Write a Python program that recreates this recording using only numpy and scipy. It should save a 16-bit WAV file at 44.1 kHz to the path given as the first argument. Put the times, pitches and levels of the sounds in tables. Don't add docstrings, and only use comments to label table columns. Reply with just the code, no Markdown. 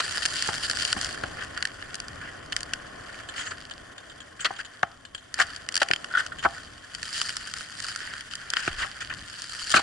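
import sys
import numpy as np
from scipy import signal
from scipy.fft import rfft, irfft, next_fast_len
from scipy.io import wavfile
from scipy.ndimage import uniform_filter1d, map_coordinates

SR = 44100
rng = np.random.default_rng(int(sys.argv[2]) if len(sys.argv) > 2 else 0)


def materialize(psi):
    bounded = np.clip(np.atleast_2d(psi).T, -1, 1)
    quanta = np.round(bounded * 32767).astype(np.int16)
    wavfile.write(sys.argv[1], SR, quanta)


N = 433062
EVENT_N = SR // 3
CLOCK = np.arange(EVENT_N) / SR

# start_s, length_s, body_db, grit_db
CRUNCHES = [(3.36, 0.066, -37.5, -35.5), (3.461, 0.015, -33, -37.5), (3.509, 0.0097, -32.5, -39.5),
            (4.391, 0.042, -38, -44), (4.584, 0.029, -32.5, -40), (5.396, 0.03, -29.5, -21.5),
            (6.17, 0.036, -36, -33), (6.426, 0.03, -31.5, -36), (8.559, 0.051, -34, -34.5),
            (8.623, 0.069, -40, -35.5), (8.783, 0.043, -32.5, -35.5), (8.815, 0.026, -27, -36),
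            (9.003, 0.024, -35, -36), (9.097, 0.033, -30, -43), (9.748, 0.016, -24, -22)]


def blows(fracture_t60=0.019, crumble=2.3, seat_s=0.0013, tail_db=-25, tail_t60=0.45):
    # start_s, body_db, thud_db, knock_db, crack_db, sink_s, pitch_hz
    strikes = [(0.0014, -15, -55, -31.5, -18.5, 0.0048, 1400), (0.4872, -17, -31.5, -23, -26, 0.0021, 1240),
               (0.9647, -25.5, -31, -30.5, -51, 0.0041, 1750), (1.2358, -18, -32, -28, -27.5, 0.0017, 1690),
               (4.4464, -15, -59, -33.5, -17, 0.014, 1930), (4.5057, -31.5, -47, -28, -55, 0.0015, 1580),
               (4.8298, -9, -34, -15.5, -25.5, 0.00039, 1290), (5.3879, -18.5, -58, -29, -25, 0.0036, 1420),
               (5.3983, -10, -58, -22.5, -36, 0.013, 1800), (5.8163, -9, -47, -19, -16.5, 0.0059, 1960),
               (5.9032, -38, -32, -26.5, -54, 0.00073, 1740),
               (6.4484, -10.5, -32, -15.5, -33.5, 0.01, 1410),
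               (8.6767, -13.5, -26.5, -30, -21.5, .002, 1630), (8.8426, -26, -62, -30.5, -35, 0.0039, 1450),
               (9.7394, -7.5, -25.5, -19, -19, 0.0061, 1330), (9.761, -8, -33, -24, -15, 0.014, 1470),
               (9.7927, -20.5, -38, -24, -22.5, 0.0025, 1850)]
    # frequency_hz, level_db
    ice_spectrum = [(35, -44), (60, 4.5), (336, 5.5), (690, -11.5), (936, -20), (1450, -10.5),
                    (2290, -23.5), (3040, -21.5), (3700, -31), (4310, -23.5), (5360, -33.5), (7270, -37),
                    (11000, -49.5), (14300, -94), (22000, -120)]
    # frequency_hz, level_db, t60_s
    shaft_modes = [(410, -20, 0.11), (682, 8, 0.25), (794, 10, 0.22), (990, -9, .1), (1080, -5, 0.17),
                   (1260, -14, 0.083), (1520, -23, 0.1), (1720, -12, 0.095), (2200, -19, 0.082),
                   (2670, -18, .1), (3100, 3, 0.12)]
    out = np.zeros((2, N))
    frontal = amp([[0], [-2]])
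    for start, body_db, thud_db, knock_db, crack_db, sink_s, pitch_hz in strikes:
        seated = sink_s / (sink_s + seat_s)
        t60 = fracture_t60 + crumble * sink_s
        force = decay(t60, hold_s=sink_s) + seated * amp(tail_db) * decay(tail_t60)
        fracture = frontal * force * patches(noise(EVENT_N), depth_db=3)
        ice = spread(fracture, lambda hz: along(ice_spectrum, hz) + 7 * resonance(hz, pitch_hz, 130))
        add(out, start, at_peak(band(ice, 380, "low"), thud_db))
        add(out, start, at_peak(band(ice, [740, 1150], "band"), knock_db))
        add(out, start, at_peak(band(ice, [1050, 2200], "band"), body_db - 2))
        add(out, start, at_peak(band(ice, 2110, "high"), crack_db - 1))
        grip = amp(rng.normal(0, 1, len(shaft_modes)))
        gripped = [(hz, db, life * g) for (hz, db, life), g in zip(shaft_modes, grip)]
        add(out, start, seated * at_peak(ring(gripped), knock_db - 10))
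    return out


def crunches():
    # frequency_hz, gain_db
    tilt = [(500, 2), (1400, 5), (2500, 3), (4700, -7), (7000, 1.5), (10000, 0.5)]
    out = np.zeros((2, N))
    for start, length, body_db, grit_db in CRUNCHES:
        fractures = patches(grains(EVENT_N, per_s=4000, scatter_db=3), depth_db=3.5)
        push = stroke(length, rise_s=0.0016, release_t60=0.04) * fractures
        ice = spread(push, lambda hz: case(hz) + along(tilt, hz))
        add(out, start, at_peak(band(ice, 2000, "low"), body_db + 3))
        add(out, start, at_peak(band(ice, 3170, "high"), grit_db + 1))
    return out


def creaks(lead_s=0.002):
    # start_s, length_s, level_db
    levers = [(6.105, 0.017, -33), (6.139, 0.0045, -22), (6.151, 0.0035, -14.5), (6.172, 0.0051, -15),
              (6.179, 0.026, -21), (6.205, 0.021, -30), (6.32, 0.0034, -27.5), (6.555, 0.035, -36.5)]
    # centre_hz, half_width_hz, level_db
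    peaks = [(1470, 110, 2.5), (1820, 55, -5), (3300, 250, -21.5)]
    squeak = lambda hz: 20 * np.log10(sum(amp(db) * resonance(hz, f, w) for f, w, db in peaks))
    out = np.zeros((2, N))
    for start, length, db in levers:
        force = stroke(length, rise_s=0.00068, release_t60=0.045)
        slips = force * grains(EVENT_N, per_s=1700, scatter_db=2)
        add(out, start - lead_s, at_peak(spread(slips, squeak), db))
    return out


def drags():
    # start_s, length_s, level_db
    skids = [(3.365, 0.056, -40), (3.44, 0.071, -40.5), (4.072, 0.032, -61), (4.401, 0.009, -32)]
    # frequency_hz, level_db, t60_s
    blade_modes = [(6500, -2, 0.078), (7020, 0, 0.11), (7400, -2.5, .06), (7920, -4, 0.058)]
    out = np.zeros((2, N))
    for start, length, db in skids:
        force = stroke(length, rise_s=0.0034, release_t60=0.057)
        rasp = force * grains(EVENT_N, per_s=1400, scatter_db=1)
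        add(out, start, at_peak(excite(blade_modes, rasp), db))
    return out


def crumbs(rise_s=0.0017, tap_t60=0.0067, shatter_db=-30, shatter_t60=0.036):
    # start_s, body_db, treble_db, pitch_hz
    landings = [(0.2533, -13, -26, 1630), (0.2586, -15, -24, 1760), (0.4231, -16.5, -25, 1850),
                (0.6978, -14.5, -26.5, 1630), (0.7117, -22, -27.5, 1420), (0.8503, -15, -26, 3060),
                (0.9279, -11, -23, 1350), (1.0125, -21, -28.5, 1860), (1.0453, -26, -28, 1630),
                (1.5752, -17, -37.5, 1450), (1.6252, -14, -30, 1850), (1.6522, -11, -31, 1770),
                (1.6724, -30, -41, 2080), (1.8248, -22, -50, 1740), (1.9434, -22, -36.5, 1760),
                (1.9537, -35, -34.5, 1670), (2.0009, -24, -34.5, 1450), (2.0822, -27.5, -40, 1600),
                (2.5227, -18, -37, 1760), (2.5272, -17, -38.5, 3060), (2.5643, -13.5, -26, 1290),
                (2.606, -27, -37, 1660), (2.6306, -24, -35, 1780), (2.735, -15, -28.5, 1490),
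                (5.3412, -21, -30, 1800), (5.5618, -32, -37, 1460), (5.6879, -16.5, -32, 2050),
                (5.723, -30, -39, 1400), (5.7423, -24, -31, 1780), (5.7543, -18, -24, 1670),
                (5.7658, -17, -24, 1720), (5.7761, -18, -26.5, 1740), (5.83, -11, -29, 1300),
                (5.886, -19, -37, 1850), (5.9118, -4, -35, 1670), (5.9345, -7, -30.5, 3180),
                (5.9607, -19, -40, 3130), (6.0437, -18.5, -42, 1720), (6.2636, -22, -38, 1500),
                (6.9486, -24.5, -34.5, 1510), (7.0293, -19.5, -34.5, 1810), (7.2148, -13.5, -26, 1450),
                (7.292, -17, -33, 1630), (7.3673, -21, -29.5, 1430), (7.5376, -22, -33.5, 1440),
                (7.8017, -25, -34, 1840), (7.9597, -19, -33, 1470), (8.2076, -28, -41, 1550),
                (8.3355, -22, -40, 1430), (8.3533, -28, -34.5, 1600), (8.5022, -30, -28.5, 3130),
                (8.5357, -10, -31.5, 3200), (8.5681, -8.5, -36, 1390), (9.4194, -31, -34.5, 1610)]
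    out = np.zeros((2, N))
    onset = 1 - np.exp(-CLOCK / rise_s)
    force = onset * (decay(tap_t60) + amp(shatter_db) * decay(shatter_t60))
    for start, body_db, treble_db, pitch_hz in landings:
        tap = spread(force * noise(EVENT_N), lambda hz: case(hz) + 9 * resonance(hz, pitch_hz, 220))
        add(out, start, at_peak(band(tap, 2800, "low"), body_db - 8))
        add(out, start, at_peak(band(tap, 5870, "high"), treble_db + 6))
    return out


def chips(level_db=-47, fall_s=0.17):
    t = np.arange(N) / SR
    hardest_db = max(body_db for _, _, body_db, _ in CRUNCHES)
    power = sum(amp(body_db - hardest_db) * (t > start) * np.exp(-np.abs(t - start) / fall_s)
                for start, _, body_db, _ in CRUNCHES)
    patter = spread(grains(N, per_s=35, scatter_db=3), case)
    return amp(level_db) * np.sqrt(power) * unit(band(patter, 1200, "high"))


def clinks(scuff_t60=0.019, chatter_t60=0.048):
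    # start_s, level_db
    touches = [(3.2883, -23.5), (3.3922, -22), (3.469, -38), (3.7098, -22), (3.9807, -25.5), (4.097, -30.5),
               (4.204, -28), (4.4047, -23.5), (4.563, -29), (4.648, -27), (5.0515, -27), (5.1476, -19),
               (5.1791, -31), (6.3856, -22)]
    # frequency_hz, level_db, t60_s
    gear_modes = [(1670, 6.5, 0.026), (3020, 6.5, 0.026), (3200, 8.5, 0.021), (3590, -2.5, 0.045),
                  (4160, -4, 0.041), (6830, -0.5, 0.031), (7450, -1, 0.029), (8240, -9.5, 0.03)]
    out = np.zeros((2, N))
    for start, db in touches:
        scuff = band(spread(decay(scuff_t60) * noise(EVENT_N), case), 1200, "high")
        chatter = decay(chatter_t60) * grains(EVENT_N, per_s=1800, scatter_db=6.5)
        add(out, start, at_peak(excite(gear_modes, chatter), db - 10) + at_peak(scuff, db - 16))
    return out


def clumps():
    # start_s, length_s, level_db
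    bursts = [(0.222, 0.013, -24), (0.35, 0.12, -26), (0.626, 0.025, -24), (0.786, 0.045, -24.5),
              (0.873, 0.031, -30), (5.799, 0.011, -29), (7.135, 0.06, -29.5), (8.309, 0.021, -34.5),
              (9.589, 0.037, -35)]
    out = np.zeros((2, N))
    for start, length, db in bursts:
        force = stroke(length, rise_s=0.00077, release_t60=0.075)
        shower = force * grains(EVENT_N, per_s=1800, scatter_db=-1.5)
        add(out, start, at_peak(band(spread(shower, powder), 1450, "high"), db))
    return out


def snow_and_jacket(pour_db=-48):
    # frequency_hz, level_db
    jacket = [(1500, 7), (2400, 4), (3200, 8.5), (3900, -1), (5000, -7), (6000, -1), (7200, -3),
              (11000, -8)]
    rub_db, hiss_db = rustle_levels()
    pouring = .1 + .9 / (1 + np.exp((pour_db - hiss_db) / 3))
    mix = lambda grainy, soft: np.sqrt(pouring) * unit(grainy) + np.sqrt(1 - pouring) * unit(soft)
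    flurry_db = 1.4 * wobble(110)
    fine = grains(N, per_s=6000, scatter_db=2)
    coarse = .95 * grains(N, per_s=260, scatter_db=4)
    flow = patches(fine + coarse, depth_db=3)
    ticks = .55 * patches(grains(N, per_s=40, scatter_db=2), depth_db=4)
    cloth = patches(noise(N), depth_db=2) * amp(1.2 * wobble(40))
    rub = unit(band(spread(mix(flow, cloth), powder), 1850, "low"))
    rattle = band(spread(flow + ticks, powder), 4470, "high")
    swish = band(spread(cloth, lambda hz: along(jacket, hz)), 2000, "high")
    return amp(rub_db + flurry_db / 2) * rub + amp(hiss_db + flurry_db) * mix(rattle, swish)


def rustle_levels():
    # time_s, hiss_db, rub_db
    sliding = [(0.0, -33.5, -36), (0.93, -34, -38.5), (1.17, -45, -42), (1.91, -49.5, -45),
               (3.03, -49.5, -45), (3.31, -50, -46.5), (3.83, -53, -50), (4.73, -53, -50.5),
               (5.11, -57, -57.5), (5.39, -53, -52), (5.52, -57, -50.5), (5.91, -46, -44.5),
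               (6.26, -50, -49.5), (6.86, -49.5, -48.5), (7.19, -38, -42), (7.68, -43.5, -44.5),
               (7.96, -41, -46), (8.34, -49, -47.5), (8.67, -44, -36), (9.08, -48, -46.5), (9.46, -40, -44),
               (9.63, -36, -41.5), (9.82, -39, -37)]
    # middle_s, length_s, rub_db, hiss_db
    moves = [(1.074, 0.087, -38, -35.5), (1.412, 0.043, -32.5, -47), (1.577, 0.024, -36, -61),
             (2.258, 0.053, -38, -54), (2.577, 0.1, -60, -51), (3.15, 0.13, -43, -51.5),
             (3.416, .13, -39, -47), (4.53, 0.079, -43.5, -51), (5.403, 0.052, -34, -42.5),
             (5.506, 0.16, -43, -47.5), (6.19, 0.11, -41, -47), (6.56, 0.094, -46.5, -47.5),
             (7.198, 0.18, -41.5, -36), (7.603, 0.047, -40.5, -38), (7.866, 0.087, -39.5, -37),
             (8.077, 0.14, -37.5, -46), (8.384, 0.12, -47, -54), (8.803, 0.11, -54, -45.5),
             (9.709, 0.04, -37.5, -32)]
    hiss_db, rub_db = curves(sliding)
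    power = amp([rub_db, hiss_db - 2]) ** 2
    t = np.arange(-SR // 2, SR // 2) / SR
    for middle, length, rub, hiss in moves:
        bell = .5 ** ((2 * t / length) ** 2)
        add(power, middle + t[0], amp([[rub], [hiss]]) ** 2 * bell)
    return 10 * np.log10(power)


def jolt(start_s=8.68, length_s=0.089, level_db=-36, top_hz=70):
    out = np.zeros((2, N))
    shake = stroke(length_s, rise_s=0.0082, release_t60=0.38) * rng.standard_normal((1, EVENT_N))
    add(out, start_s, at_peak(band(shake, top_hz, "low"), level_db))
    return out


def wind():
    # time_s, rumble_db, trees_db
    gusts = [(0.0, -54, -50), (1.26, -48.5, -45), (1.72, -55, -52), (2.16, -51, -50.5), (2.95, -54, -49),
             (5.22, -62.5, -60.5), (5.44, -56.5, -57), (5.94, -61, -51), (6.37, -54, -51.5),
             (6.83, -57.5, -58), (8.81, -57.5, -60), (9.19, -53.5, -56), (9.46, -60.5, -67),
             (9.82, -57, -65)]
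    # frequency_hz, level_db
    rumble = [(12, -16), (20, -6), (103, 0), (195, -9), (300, -8), (390, -32.5), (660, -120)]
    # frequency_hz, level_db
    trees = [(88, -36), (150, -3), (210, -9), (253, -2), (465, -5), (701, -1.5), (945, -11.5), (1080, 1),
             (1170, -5), (1400, -8), (1820, -40), (3080, -120)]
    rumble_db, trees_db = curves(gusts)
    buffet_db = 1.4 * wobble(9)
    rush = lambda spectrum: unit(spread(noise(N), lambda hz: along(spectrum, hz)))
    return amp(rumble_db + 2 + buffet_db) * rush(rumble) + amp(trees_db + 2) * rush(trees)


def case(hz):
    # frequency_hz, gain_db
    slope = [(300, -14), (900, -14.5), (1250, -7), (2000, -10), (2400, -8.5), (3700, -11.5), (5500, -9),
             (8500, -13.5), (11000, -24)]
    # centre_hz, width_hz, lift_db
    humps = [(1450, 290, 8), (1800, 485, 13), (3033, 770, 14.5), (4673, 1150, 17), (7150, 540, 5),
             (9640, 230, 6.5)]
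    return along(slope, hz) + sum(db * resonance(hz, f, width / 2) for f, width, db in humps)


def powder(hz):
    # frequency_hz, level_db
    grain_spectrum = [(1000, -1.5), (1900, -0.5), (3000, -0.5), (3900, -0.5), (4800, -1.5), (6000, -0.5),
                      (7300, 2.5), (10000, 5)]
    return case(hz) + along(grain_spectrum, hz)


def spread(pair, gain_db):
    # frequency_hz, gain_db
    width = [(60, -19.5), (130, -12), (330, -2.5), (620, 3.5), (1300, -8), (2200, -5), (3100, -1),
             (3800, 2.5), (4700, -9.5), (7000, 0.5), (11000, -1)]
    mid, side = colour(pair, lambda hz: gain_db(hz) + np.array([0 * hz, along(width, hz)]))
    return np.array([mid + side, mid - side])


def colour(x, gain_db):
    size = 2 * next_fast_len(x.shape[-1] // 2 + SR // 20)
    hz = np.fft.rfftfreq(size, 1 / SR)
    cepstrum = irfft(np.log(amp(gain_db(hz)) + 1e-6))
    cepstrum[..., 1:size // 2] *= 2
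    cepstrum[..., size // 2 + 1:] = 0
    return irfft(rfft(x, size) * np.exp(rfft(cepstrum)), size)[..., :x.shape[-1]]


def patches(x, depth_db):
    spectra = signal.stft(x, nperseg=256)[2]
    field = rng.standard_normal(spectra.shape[1:])
    for axis in (0, 1):
        field = uniform_filter1d(field, size=3, axis=axis)
    return signal.istft(spectra * amp(depth_db * unit(field)), nperseg=256)[1][:, :x.shape[1]]


def grains(size, per_s, scatter_db):
    hit = rng.random(size) < per_s / SR
    strength = amp(scatter_db * np.clip(rng.standard_normal(size), -2, 2))
    return unit(hit * strength * rng.uniform(-1.12, 1, (2, size)))


def ring(modes):
    out = np.zeros((2, EVENT_N))
    for hz, db, t60 in modes:
        strength = amp(db + rng.normal(0, 3.4, (2, 1)))
        phase = rng.normal(0, 0.7, (2, 1))
        out += strength * decay(t60) * np.sin(2 * np.pi * hz * CLOCK + phase)
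    return out


def excite(modes, force):
    return signal.fftconvolve(force, ring(modes), axes=1)[:, :EVENT_N]


def resonance(hz, centre_hz, half_width_hz):
    return 1 / (1 + ((hz - centre_hz) / half_width_hz) ** 2)


def decay(t60, hold_s=0):
    return amp(-60 * np.maximum(CLOCK - hold_s, 0) / t60)


def stroke(length_s, rise_s, release_t60):
    return (1 - np.exp(-CLOCK / rise_s)) * decay(release_t60, hold_s=length_s)


def noise(size):
    return rng.standard_normal((2, size))


def wobble(knots_per_s):
    knots = rng.standard_normal(int(N * knots_per_s / SR) + 4)
    return map_coordinates(knots, [np.arange(N) * knots_per_s / SR])


def band(x, hz, kind):
    return signal.sosfilt(signal.butter(3, hz, btype=kind, fs=SR, output="sos"), x)


def along(points, hz):
    frequencies, values = np.transpose(points)
    return np.interp(np.log(hz + 1), np.log(frequencies + 1), values)


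def curves(rows):
    times, *columns = np.transpose(rows)
    return [np.interp(np.arange(N) / SR, times, column) for column in columns]


def amp(db):
    return 10 ** (np.asarray(db) / 20)


def unit(x):
    return x / np.sqrt(np.mean(x ** 2) + 1e-20)


def at_peak(x, db):
    power = uniform_filter1d(np.mean(x ** 2, axis=0), size=88)
    return amp(db) * x / np.sqrt(power.max() + 1e-20)


def add(track, start_s, sound):
    room = track[:, max(0, round(start_s * SR)):][:, :sound.shape[1]]
    room += sound[:, :room.shape[1]]


def scene():
    axes = blows() + crunches() + creaks() + drags()
    around = crumbs() + chips() + clinks() + clumps() + snow_and_jacket() + wind() + jolt()
    return axes * amp([[.8], [-.8]]) + around * amp([[.4], [-.4]])


def record(dry):
    ceiling, top_hz = .85, 11200
    rounded = dry / (1 + (dry / ceiling) ** 6) ** (1 / 6)
    size = next_fast_len(N + SR // 2)
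    hz = np.fft.rfftfreq(size, 1 / SR)
    return irfft(rfft(rounded, size) / (1 + (hz / top_hz) ** 60), size)[:, :N]


dry = scene()
out = record(dry)
materialize(out)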